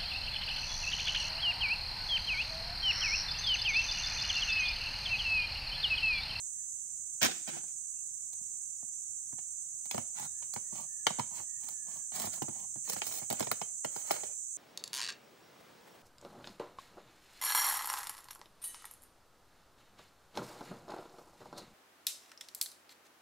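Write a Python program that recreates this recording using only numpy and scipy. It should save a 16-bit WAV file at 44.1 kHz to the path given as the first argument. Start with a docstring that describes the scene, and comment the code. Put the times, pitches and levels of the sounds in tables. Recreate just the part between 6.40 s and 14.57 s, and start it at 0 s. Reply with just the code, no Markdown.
"""A building site beside a bamboo thicket, where insects shrill over faint air and a far bird whistles.
A tossed stick lands on gravel and bounces: wood modes and noise bursts, with grains for shifting stones.
Then a crowbar works a formwork board off a concrete post: the board scrapes, cracks and knocks, chips of
mortar break off, and its note sinks overall as it comes free. Contacts reach the two microphone ports a
moment apart; the trees answer diffusely."""
import sys
import numpy as np
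from scipy import signal
from scipy.fft import rfft, irfft
from scipy.io import wavfile
from scipy.ndimage import map_coordinates

SR = 44100
rng = np.random.default_rng(int(sys.argv[2]) if len(sys.argv) > 2 else 0)


def transcribe(signal):
    """Save signal, clipped to [-1, 1], as a 16-bit WAV file at the path in sys.argv[1]."""
    frames = np.atleast_2d(signal).T
    limited = np.clip(frames, -1, 1)
    pcm = np.round(limited * 32767).astype(np.int16)
    wavfile.write(sys.argv[1], SR, pcm)


N = 360297  # length in samples

# Open air, its rumble: pitch_hz, density_db (dB per Hz, relative)
AIR_SPECTRUM = [(20, 5), (50, -5.5), (110, -0.5), (150, 0), (230, -14), (400, -20), (1200, -21.5),
                (4500, -24.5), (9000, -23)]
# Insect chorus as each port hears it: pitch_hz, density_db (dB per Hz, relative)
CHORUS_LEFT = [(4700, -60.5), (5300, -30.5), (5700, -13), (6130, -4.5), (6500, 0), (7250, -3.5), (7700, -8),
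               (8300, -4), (9300, -9.5), (10200, -15.5), (11000, -15), (12500, -54)]
CHORUS_RIGHT = [(4700, -55.5), (5300, -28), (5700, -23), (6130, -4), (6700, -6.5), (7250, -2.5), (7700, -2),
                (8250, -2), (8800, -10.5), (10000, -19.5), (12000, -33), (15500, -38)]
# Nearer insects: pitch_hz, level_db (before wavering and placing)
NEAR_SINGERS = [(6150, -62), (6655, -59), (6875, -69), (7040, -61.5), (7225, -54.5), (7450, -58),
                (7890, -67.5), (8215, -61.5)]
# Whistles of a far bird: start_s, end_s, first_hz, last_hz (before wavering), level_db (before flutter)
WHISTLES = [(.14, 0.267, 2030, 1670, -82), (1.503, 1.627, 2770, 2700, -82), (3.91, 4.03, 1727, 1723, -76),
            (4.19, 4.33, 1910, 1830, -80), (4.42, 4.75, 1823, 1715, -75.5), (5.0, 5.29, 1860, 1816, -71.5),
            (5.24, 5.687, 1770, 1656, -73)]
# Answer of the thicket: pitch_hz, t60_s
TREE_DECAY = [(100, 0.36), (800, 0.4), (3000, 0.57), (8000, 0.81), (15000, 0.59)]

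# Stick meeting the ground, flat at first, then in a hop: start_s, strength_db
STICK_HITS = [(0.816, -43.5), (0.821, -43), (.829, -40.5), (.843, -43), (0.8488, -42), (.86, -43),
              (1.076, -48), (1.086, -48), (1.164, -51), (1.234, -60)]
# Stones shifting under the stick: start_s, end_s, strength_db
GRAVEL_SLIDES = [(0.807, 0.871, -38.5), (.84, 0.935, -47.5), (.9, 1.031, -63.5), (1.058, 1.22, -56),
                 (1.183, 1.324, -71)]
# Low modes of the stick lying on the ground: pitch_hz, level_db, t60_s (before small random changes)
GROUND_MODES = [(166, -2.5, .04), (230, -0.5, .045), (350, -2, 0.11), (478, -4.5, 0.027)]

# Board knocking against the post: start_s, strength_db, hardness_db (below 0 a dull bump, above 15 a crack)
KNOCKS = [(2.006, -72, -28), (2.427, -59.5, -9), (2.926, -57, -18), (2.985, -56, 13), (3.455, -59, 16),
          (3.5113, -47.5, 35), (3.5438, -38.5, -2), (3.579, -35.5, 2), (4.023, -55.5, 20),
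          (4.162, -40, -1.5), (4.327, -57.5, -32), (4.6676, -27, 22), (4.704, -39.5, -3),
          (4.786, -37.5, -9), (4.7951, -32.5, 5), (5.719, -53, 12.5), (5.841, -44.5, -13), (5.87, -43, -3),
          (6.019, -37, -5.5), (6.082, -43, -9), (6.357, -51.5, -14.5), (6.564, -41.5, -1),
          (6.618, -39.5, 26.5), (6.818, -47, -7), (6.901, -42, 10), (6.909, -35, -2), (6.926, -39, -7),
          (7.0054, -30.5, -0.5), (7.026, -38.5, 11.5), (7.069, -39, 2), (7.115, -33, 12.5),
          (7.215, -37.5, 8), (7.447, -34.5, 3), (7.562, -41, 0), (7.708, -28.5, 1), (7.7115, -40, 12.5),
          (7.738, -42, 0), (7.834, -41.5, 2)]
# Board dragging over concrete: start_s, end_s, strength_db, hardness_db
SCRAPES = [(3.5, 3.625, -54, -4.5), (3.735, 3.887, -50, -2.5), (4.301, 4.471, -53, -4.5),
           (4.898, 5.047, -55, -1), (5.186, 5.353, -62, 5), (5.452, 5.628, -60.5, 0),
           (5.719, 5.911, -46, 2), (5.882, 5.996, -56.5, 5), (6.077, 6.283, -59.5, -5.5),
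           (6.437, 6.617, -50, 5), (6.615, 6.835, -52.5, 12.5), (6.886, 7.07, -52.5, -0.5),
           (7.489, 7.677, -58, 3.5), (7.637, 7.815, -47, -2), (7.748, 7.959, -59.5, -3)]
# Chips of mortar breaking off: start_s, strength_db
CHIPS = [(1.931, -52), (3.455, -53), (3.5112, -39.5), (4.137, -41.5), (4.693, -52.5), (5.287, -45.5),
         (5.759, -40), (5.798, -39), (5.818, -40.5), (5.96, -50), (6.022, -45.5), (6.489, -46),
         (6.4974, -33), (6.532, -38.5), (6.6665, -38), (6.763, -45), (6.901, -36.5), (6.926, -37),
         (6.996, -37.5), (7.114, -32), (7.714, -34)]
# As the board comes free its note sinks overall and it shakes the form less: start_s, note_hz, thud_db
STRAIN = [(3.55, 724, 2), (3.75, 873, -2), (5.3, 849, -0.5), (6.051, 740, 2), (6.5, 585, -3.5),
          (7.4, 658, -2.5), (7.7, 577, -13.5)]
# Low modes of the whole form: pitch_hz, level_db, t60_s (before small random changes)
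FORM_MODES = [(105, -6, 0.11), (143, -3.5, 0.11), (210.6, 1, 0.091), (245, -0.5, 0.08), (342, -8, 0.13)]
# Modes of the board or stick: pitch (multiple of the note), level_db, t60_s (before small random changes)
BOARD_MODES = [(.52, -16.5, 0.059), (.7, -10.5, 0.075), (.88, 1.5, 0.022), (1.04, 4, 0.026),
               (1.36, -7.5, 0.041), (1.7, -16.5, 0.024)]
# High timber modes, in every crack and rub: pitch_hz, level_db, t60_s (before small random changes)
TIMBER_MODES = [(1133, 3.5, .04), (1280, -2.5, 0.025), (1987, -6, 0.019), (2120, -0.5, 0.034),
                (2300, -10, 0.029), (2810, -0.5, 0.083), (3126, 1, 0.085), (3800, -5.5, 0.24),
                (5070, -1.5, 0.11), (5050, -2.5, .02)]

# Colours of the four parts of a contact: pitch_hz, level_db
THUD_COLOUR = [(25, -21.5), (70, -18), (130, -3), (215, 3), (330, -3.5), (600, -14), (1500, -69)]
KNOCK_COLOUR = [(150, -37), (400, -1), (600, 4), (830, -0.5), (1150, -12.5), (1600, -10.5), (3500, -41.5)]
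CRACK_COLOUR = [(400, -39), (1000, -6.5), (1450, 1), (2050, -2), (2600, -0.5), (3050, -4), (3600, -3.5),
                (4300, -6), (6300, -2.5), (9000, -13), (12000, -30.5), (16000, -38)]
GRIT_COLOUR = [(1500, -2.5), (2600, -17), (3700, -1.5), (5200, 0), (7500, 4), (10000, 3), (12500, -2),
               (16000, 0.5)]
# Make-up of each kind of contact, rows thud, knock, crack, grit:
# level_db (over its strength), slope_db (dB more per dB of hardness)
STICK_MIX = [(2, 0.041), (1, 0), (9, 1.4), (4, 1.6)]
GRAVEL_MIX = [(6, 0), (-1, 0), (8, 0.13), (-8, 0)]
KNOCK_MIX = [(-3.5, -.5), (0.5, 0), (-9.5, .5), (-15.5, -0.01)]
SCRAPE_MIX = [(-4, 0), (1.5, -0.2), (-1.5, .2), (3, 0.8)]
CHIP_MIX = [(-19.5, 0), (-9.5, 0), (-15.5, 0), (1, 0)]

# Response of each microphone port: pitch_hz, level_db
LEFT_PORT = [(20, -24), (45, -8.5), (80, 0), (200, -1.5), (700, 0), (9800, 0.5), (11200, -10.5),
             (12500, -19), (15500, -8.5)]
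RIGHT_PORT = [(20, -24.5), (45, -7.5), (80, 1.5), (200, 1.5), (700, 2), (7000, 3), (10500, 1.5),
              (13700, 0.5), (14500, 10), (15400, 11)]

HIT_SPAN_S = 0.02  # each part of a blow is levelled as rms over this time
BAND_LIMIT_HZ = 15650
STICK_NOTE_HZ, STICK_FIRM_DB = 740, -43  # contacts stronger than this are hard, weaker ones dull
NOTE_SPREAD = 0.04  # share by which the board's note varies with the point of contact
# Small knocks within a scrape: level over it, dB more per dB of its hardness, scatter
JUDDER_DB, JUDDER_BITE, JUDDER_SPREAD_DB = -3, 0.27, 3


def amp(db):
    """Decibels to gain."""
    return 10 ** (np.asarray(db) / 20)


def unit(x):
    """Scaled to rms 1."""
    return x / np.sqrt(np.mean(x ** 2) + 1e-20)


def along(points, hz):
    """(Hz, value) points read on a log frequency axis."""
    f, v = np.transpose(points)
    return np.interp(np.log(hz + 1), np.log(f + 1), v)


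def wobble(rate):
    """A smooth random curve, rate knots a second."""
    knots = rng.standard_normal(int(N * rate / SR) + 4)
    return map_coordinates(knots, [np.arange(N) * rate / SR])


def colour(points, size=2048):
    """The causal impulse response of a spectrum, by folding its cepstrum (minimum phase)."""
    cepstrum = irfft(np.log(amp(along(points, np.fft.rfftfreq(size, 1 / SR)))))
    cepstrum[1:size // 2] *= 2
    cepstrum[size // 2 + 1:] = 0
    return irfft(np.exp(rfft(cepstrum)))


def through(x, response):
    """x convolved with a response, at its own length."""
    return signal.fftconvolve(x, response)[:len(x)]


def add(track, s, sound):
    """Mix a sound into the track at time s, cut at the end."""
    part = track[..., round(s * SR):][..., :sound.shape[-1]]
    part += sound[..., :part.shape[-1]]


def fade(t60, count=SR // 5):
    """An exponential decay, 60 dB in t60 seconds."""
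    return np.exp(-np.log(1000) * np.arange(count) / SR / t60)


def burst(t60):
    """Dying noise."""
    decay = fade(t60)
    return unit(rng.standard_normal(len(decay)) * decay)


def among_trees(ports, trees_db):
    """The thicket gives back a diffuse answer, a noise tail whose decay time depends on frequency."""
    hz, when, z = signal.stft(rng.standard_normal((2, SR)), SR, nperseg=256)
    decay = np.exp(-np.log(1000) * when / along(TREE_DECAY, hz)[:, None])
    tails = signal.istft(z * decay, SR, nperseg=256)[1][:, :SR]
    tails = tails * (1 - fade(0.043, count=SR))  # the answer swells in
    answer = [through(x, tail / np.linalg.norm(tail)) for x, tail in zip(ports, tails)]
    return ports + amp(trees_db) * np.array(answer)


def air():
    """A faint rumble of open air, coloured noise partly shared by both ports."""
    shared, left, right = [unit(through(rng.standard_normal(N), colour(AIR_SPECTRUM, size=8192)))
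                           for _ in range(3)]
    drift = amp(1.2 * wobble(4))
    return amp(-70.5) * drift * (0.6 * shared + 0.95 * np.array([left, right]))


def shimmer():
    """Slow and quick small random changes of the chorus level."""
    return amp(0.4 * wobble(5) + 0.6 * wobble(60))


def insects():
    """Many far insects merge into a shrill noise, louder to the right; a few nearer ones hold their pitch."""
    chorus = []
    for spectrum, db in ((CHORUS_LEFT, -47.5), (CHORUS_RIGHT, -42.3)):
        shrill = unit(through(rng.standard_normal(N), colour(spectrum)))
        chorus.append(amp(db) * shimmer() * shrill)
    chorus = np.array(chorus)
    t = np.arange(N) / SR
    for hz, db in NEAR_SINGERS:
        phase = 2 * np.pi * hz * t
        song = amp(db) * (wobble(45) * np.sin(phase) + wobble(45) * np.cos(phase))
        # weaker and shifted in time at the left port
        chorus += [amp(-3.5) * np.roll(song, rng.integers(SR)), amp(3.5) * song]
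    return chorus


def bird():
    """Thin, falling, slightly wavering sine whistles from far off, deep in the trees' answer."""
    track, waver = np.zeros(N), 1 + 0.007 * wobble(40)
    for start, end, first_hz, last_hz, db in WHISTLES:
        u = np.linspace(0, 1, max(round((end - start) * SR), 2))
        pitch = (first_hz + (last_hz - first_hz) * u) * waver[round(start * SR):][:len(u)]
        tone = np.sin(2 * np.pi * np.cumsum(pitch) / SR)
        add(track, start, amp(db) * np.sqrt(2) * np.sin(np.pi * u) * tone)
    flutter = amp(2.5 * wobble(25) - 1)
    return among_trees(flutter * np.array([track, track]), trees_db=1.5)


def to_ports(x, lag, scatter_db, scatter_t60):
    """A sound reaches the left port lag s early; the stony ground scatters its treble differently to each."""
    ports = []
    stones = colour([(200, -17), (700, -8.5), (1800, -0.5), (16000, 0)], size=256)
    for delay in (0, round(lag * SR)):
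        scatter = through(burst(scatter_t60), stones)
        path = amp(scatter_db) * scatter / np.linalg.norm(scatter)
        path[0] += 1  # the direct sound
        ports.append(through(x, np.pad(path, (delay, 0))))
    return np.array(ports)


def ring(modes, scale=1, detune=0.025, vary_db=2.0):
    """Damped modes of alternating sign, struck a little differently each time."""
    t = np.arange(SR // 5) / SR
    total = 0
    for k, (f, db, t60) in enumerate(modes):
        level = (-1) ** k * amp(db + vary_db * rng.normal())
        hz = scale * f * (1 + detune * rng.normal())
        total = total + level * fade(t60) * np.sin(2 * np.pi * hz * t)
    return unit(total)


def wood(low_modes, note_hz, ringing):
    """Responses of a contact's parts: the low thud, the wood's knock, the fibres' crack, the spit of grit."""
    thud, knock, crack, grit = [unit(np.pad(colour(c), (0, SR // 5 - 2048)))
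                                for c in (THUD_COLOUR, KNOCK_COLOUR, CRACK_COLOUR, GRIT_COLOUR)]
    return (unit(ring(low_modes) + 0.66 * unit(through(burst(0.065), thud))),
            unit(ring(BOARD_MODES, note_hz) + 0.87 * unit(through(burst(0.0027), knock))),
            unit(crack + ringing * ring(TIMBER_MODES, detune=0.0068, vary_db=2.5)),
            grit)


def mix(shares, strength_db, hardness_db):
    """Levels of thud, knock, crack and grit, each part following hardness by its own slope."""
    return [strength_db + db + slope * hardness_db for db, slope in shares]


def contacts(table, low_modes, chatter, chatter_t60, crack_t60, loose, loose_t60, grit_t60, soft_rise,
             **place):
    """Blows ring the wood and leave it chattering; weak cracks start more gradually, over up to soft_rise s."""
    track, t = np.zeros((2, N)), np.arange(SR // 5) / SR
    for s, thud_db, knock_db, crack_db, grit_db, note_hz in table:
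        thud, knock, crack, grit = wood(low_modes, note_hz, ringing=0.35)
        soft = np.clip((-34.0 - crack_db) / 22, 0, 1)  # 0 snaps, 1 starts softly
        onset = 1 - fade(0.00087 + soft_rise * soft)
        click = 1.5 * (1 - soft) * unit(t == 0)  # the first fibre lets go at once
        tearing = 1.1 * unit(onset * burst(crack_t60 + soft_rise * soft))
        snap = click + tearing + loose * unit(onset * burst(loose_t60))
        rattle = unit(through(onset * burst(chatter_t60), colour(KNOCK_COLOUR)))
        spit = through(onset * burst(grit_t60 + soft_rise * soft), grit)
        parts = [(thud_db, thud),
                 (knock_db, knock + chatter * (1 + soft) * rattle),
                 (crack_db, through(snap, crack)),
                 (grit_db, spit)]
        blow = sum(amp(db) * unit(x) for db, x in parts) * np.sqrt(HIT_SPAN_S / t[-1])
        add(track, s, to_ports(blow, **place))
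    return track


def grains(count, rate, spread_db):
    """Sparse clicks of very unequal size, on average rate a second."""
    size = amp(spread_db * np.minimum(rng.exponential(size=count), 4))
    return unit(rng.standard_normal(count) * size * (rng.random(count) < rate / SR))


def rubbing(table, low_modes, rate, spread_db, swell, catch_db, catch_rate, level_db, ringing, **place):
    """Tiny slips excite the same wood as the blows do, in clumps as the surface catches."""
    track = np.zeros((2, N))
    shared, *own = [wobble(catch_rate) for _ in range(5)]
    for start, end, *levels, note_hz in table:
        count = max(round((end - start) * SR), 64)
        envelope = np.abs(np.sin(np.linspace(0, np.pi, count))) ** swell
        slips = grains(count, rate, spread_db) * envelope
        stroke = 0
        for db, body, catch in zip(levels, wood(low_modes, note_hz, ringing), own):
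            grip = (0.53 * shared + catch)[round(start * SR):][:count]
            clumps = unit(amp(catch_db * grip))
            rubbed = signal.fftconvolve(slips * clumps, body / np.linalg.norm(body))
            stroke = stroke + amp(db + level_db) * rubbed
        add(track, start, to_ports(stroke, **place))
    return track


def tossed_stick():
    """The stick crashes flat on the stones and hops; the stronger a contact, the harder it sounds."""
    place = dict(lag=0.00126, scatter_db=-1.5, scatter_t60=0.09)
    hits = [(s, *mix(STICK_MIX, db, db - STICK_FIRM_DB), STICK_NOTE_HZ * (1 + 0.2 * rng.normal()))
            for s, db in STICK_HITS]
    slides = [(start, end, *mix(GRAVEL_MIX, db, db - STICK_FIRM_DB), STICK_NOTE_HZ)
              for start, end, db in GRAVEL_SLIDES]
    blows = contacts(hits, GROUND_MODES, chatter=0.74, chatter_t60=0.049, crack_t60=0.043,
                     loose=0.34, loose_t60=0.049, grit_t60=0.011, soft_rise=0.027, **place)
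    stones = rubbing(slides, GROUND_MODES, rate=4500, spread_db=2.5, swell=0.64, catch_db=3.5,
                     catch_rate=130, level_db=-4.0, ringing=0.05, **place)
    return among_trees(amp(-3.5) * blows + stones, trees_db=-15.5)


def judders(count):
    """The dragged board catches and lets go, mostly in mid-stroke, and more strongly where it bites hard."""
    knocks = []
    for start, end, db, hardness in SCRAPES:
        for _ in range(count):
            s = start + (end - start) * rng.beta(2, 2)
            strength = db + JUDDER_DB + JUDDER_BITE * hardness + JUDDER_SPREAD_DB * rng.normal()
            knocks.append((s, strength, hardness))
    return knocks


def board(s, shares, strength_db, hardness_db):
    """Levels of the four parts, and the note, of a contact of the board at time s."""
    when, notes, thuds = np.transpose(STRAIN)
    thud_db, *others = mix(shares, strength_db, hardness_db)
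    note_hz = np.interp(s, when, notes) * (1 + NOTE_SPREAD * rng.normal())
    return (thud_db + np.interp(s, when, thuds), *others, note_hz)


def prying():
    """The board scrapes, judders and knocks against the post and breaks chips of mortar off it."""
    place = dict(lag=0.000962, scatter_db=-3.0, scatter_t60=0.048)
    knocks = [(s, *board(s, KNOCK_MIX, db, hardness)) for s, db, hardness in KNOCKS + judders(count=3)]
    chips = [(s, *board(s, CHIP_MIX, db, 0)) for s, db in CHIPS]
    strokes = [(start, end, *board(start, SCRAPE_MIX, db, hardness))
               for start, end, db, hardness in SCRAPES]
    blows = contacts(knocks, FORM_MODES, chatter=0.21, chatter_t60=0.086, crack_t60=0.0031,
                     loose=0.5, loose_t60=0.21, grit_t60=0.011, soft_rise=0.018, **place)
    ticks = contacts(chips, FORM_MODES, chatter=0.36, chatter_t60=0.079, crack_t60=0.0021,
                     loose=0.6, loose_t60=0.1, grit_t60=0.0057, soft_rise=0.001, **place)
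    drag = rubbing(strokes, FORM_MODES, rate=2500, spread_db=3, swell=0.99, catch_db=2.5,
                   catch_rate=64, level_db=-3.0, ringing=0.23, **place)
    return among_trees(amp(-3.5) * blows + amp(-5) * ticks + drag, trees_db=-17.5)


def scene():
    """Everything at the two ports, from the background to the board."""
    return air() + insects() + bird() + tossed_stick() + prying()


def record(dry):
    """The left port is dull, the right one rings at the very top; a steep low-pass sets the band limit."""
    ports = np.array([through(x, colour(port)) for x, port in zip(dry, (LEFT_PORT, RIGHT_PORT))])
    low_pass = signal.ellip(10, 0.3, 80, BAND_LIMIT_HZ, fs=SR, output="sos")
    return signal.sosfilt(low_pass, ports)


dry = scene()
out = record(dry)
transcribe(out)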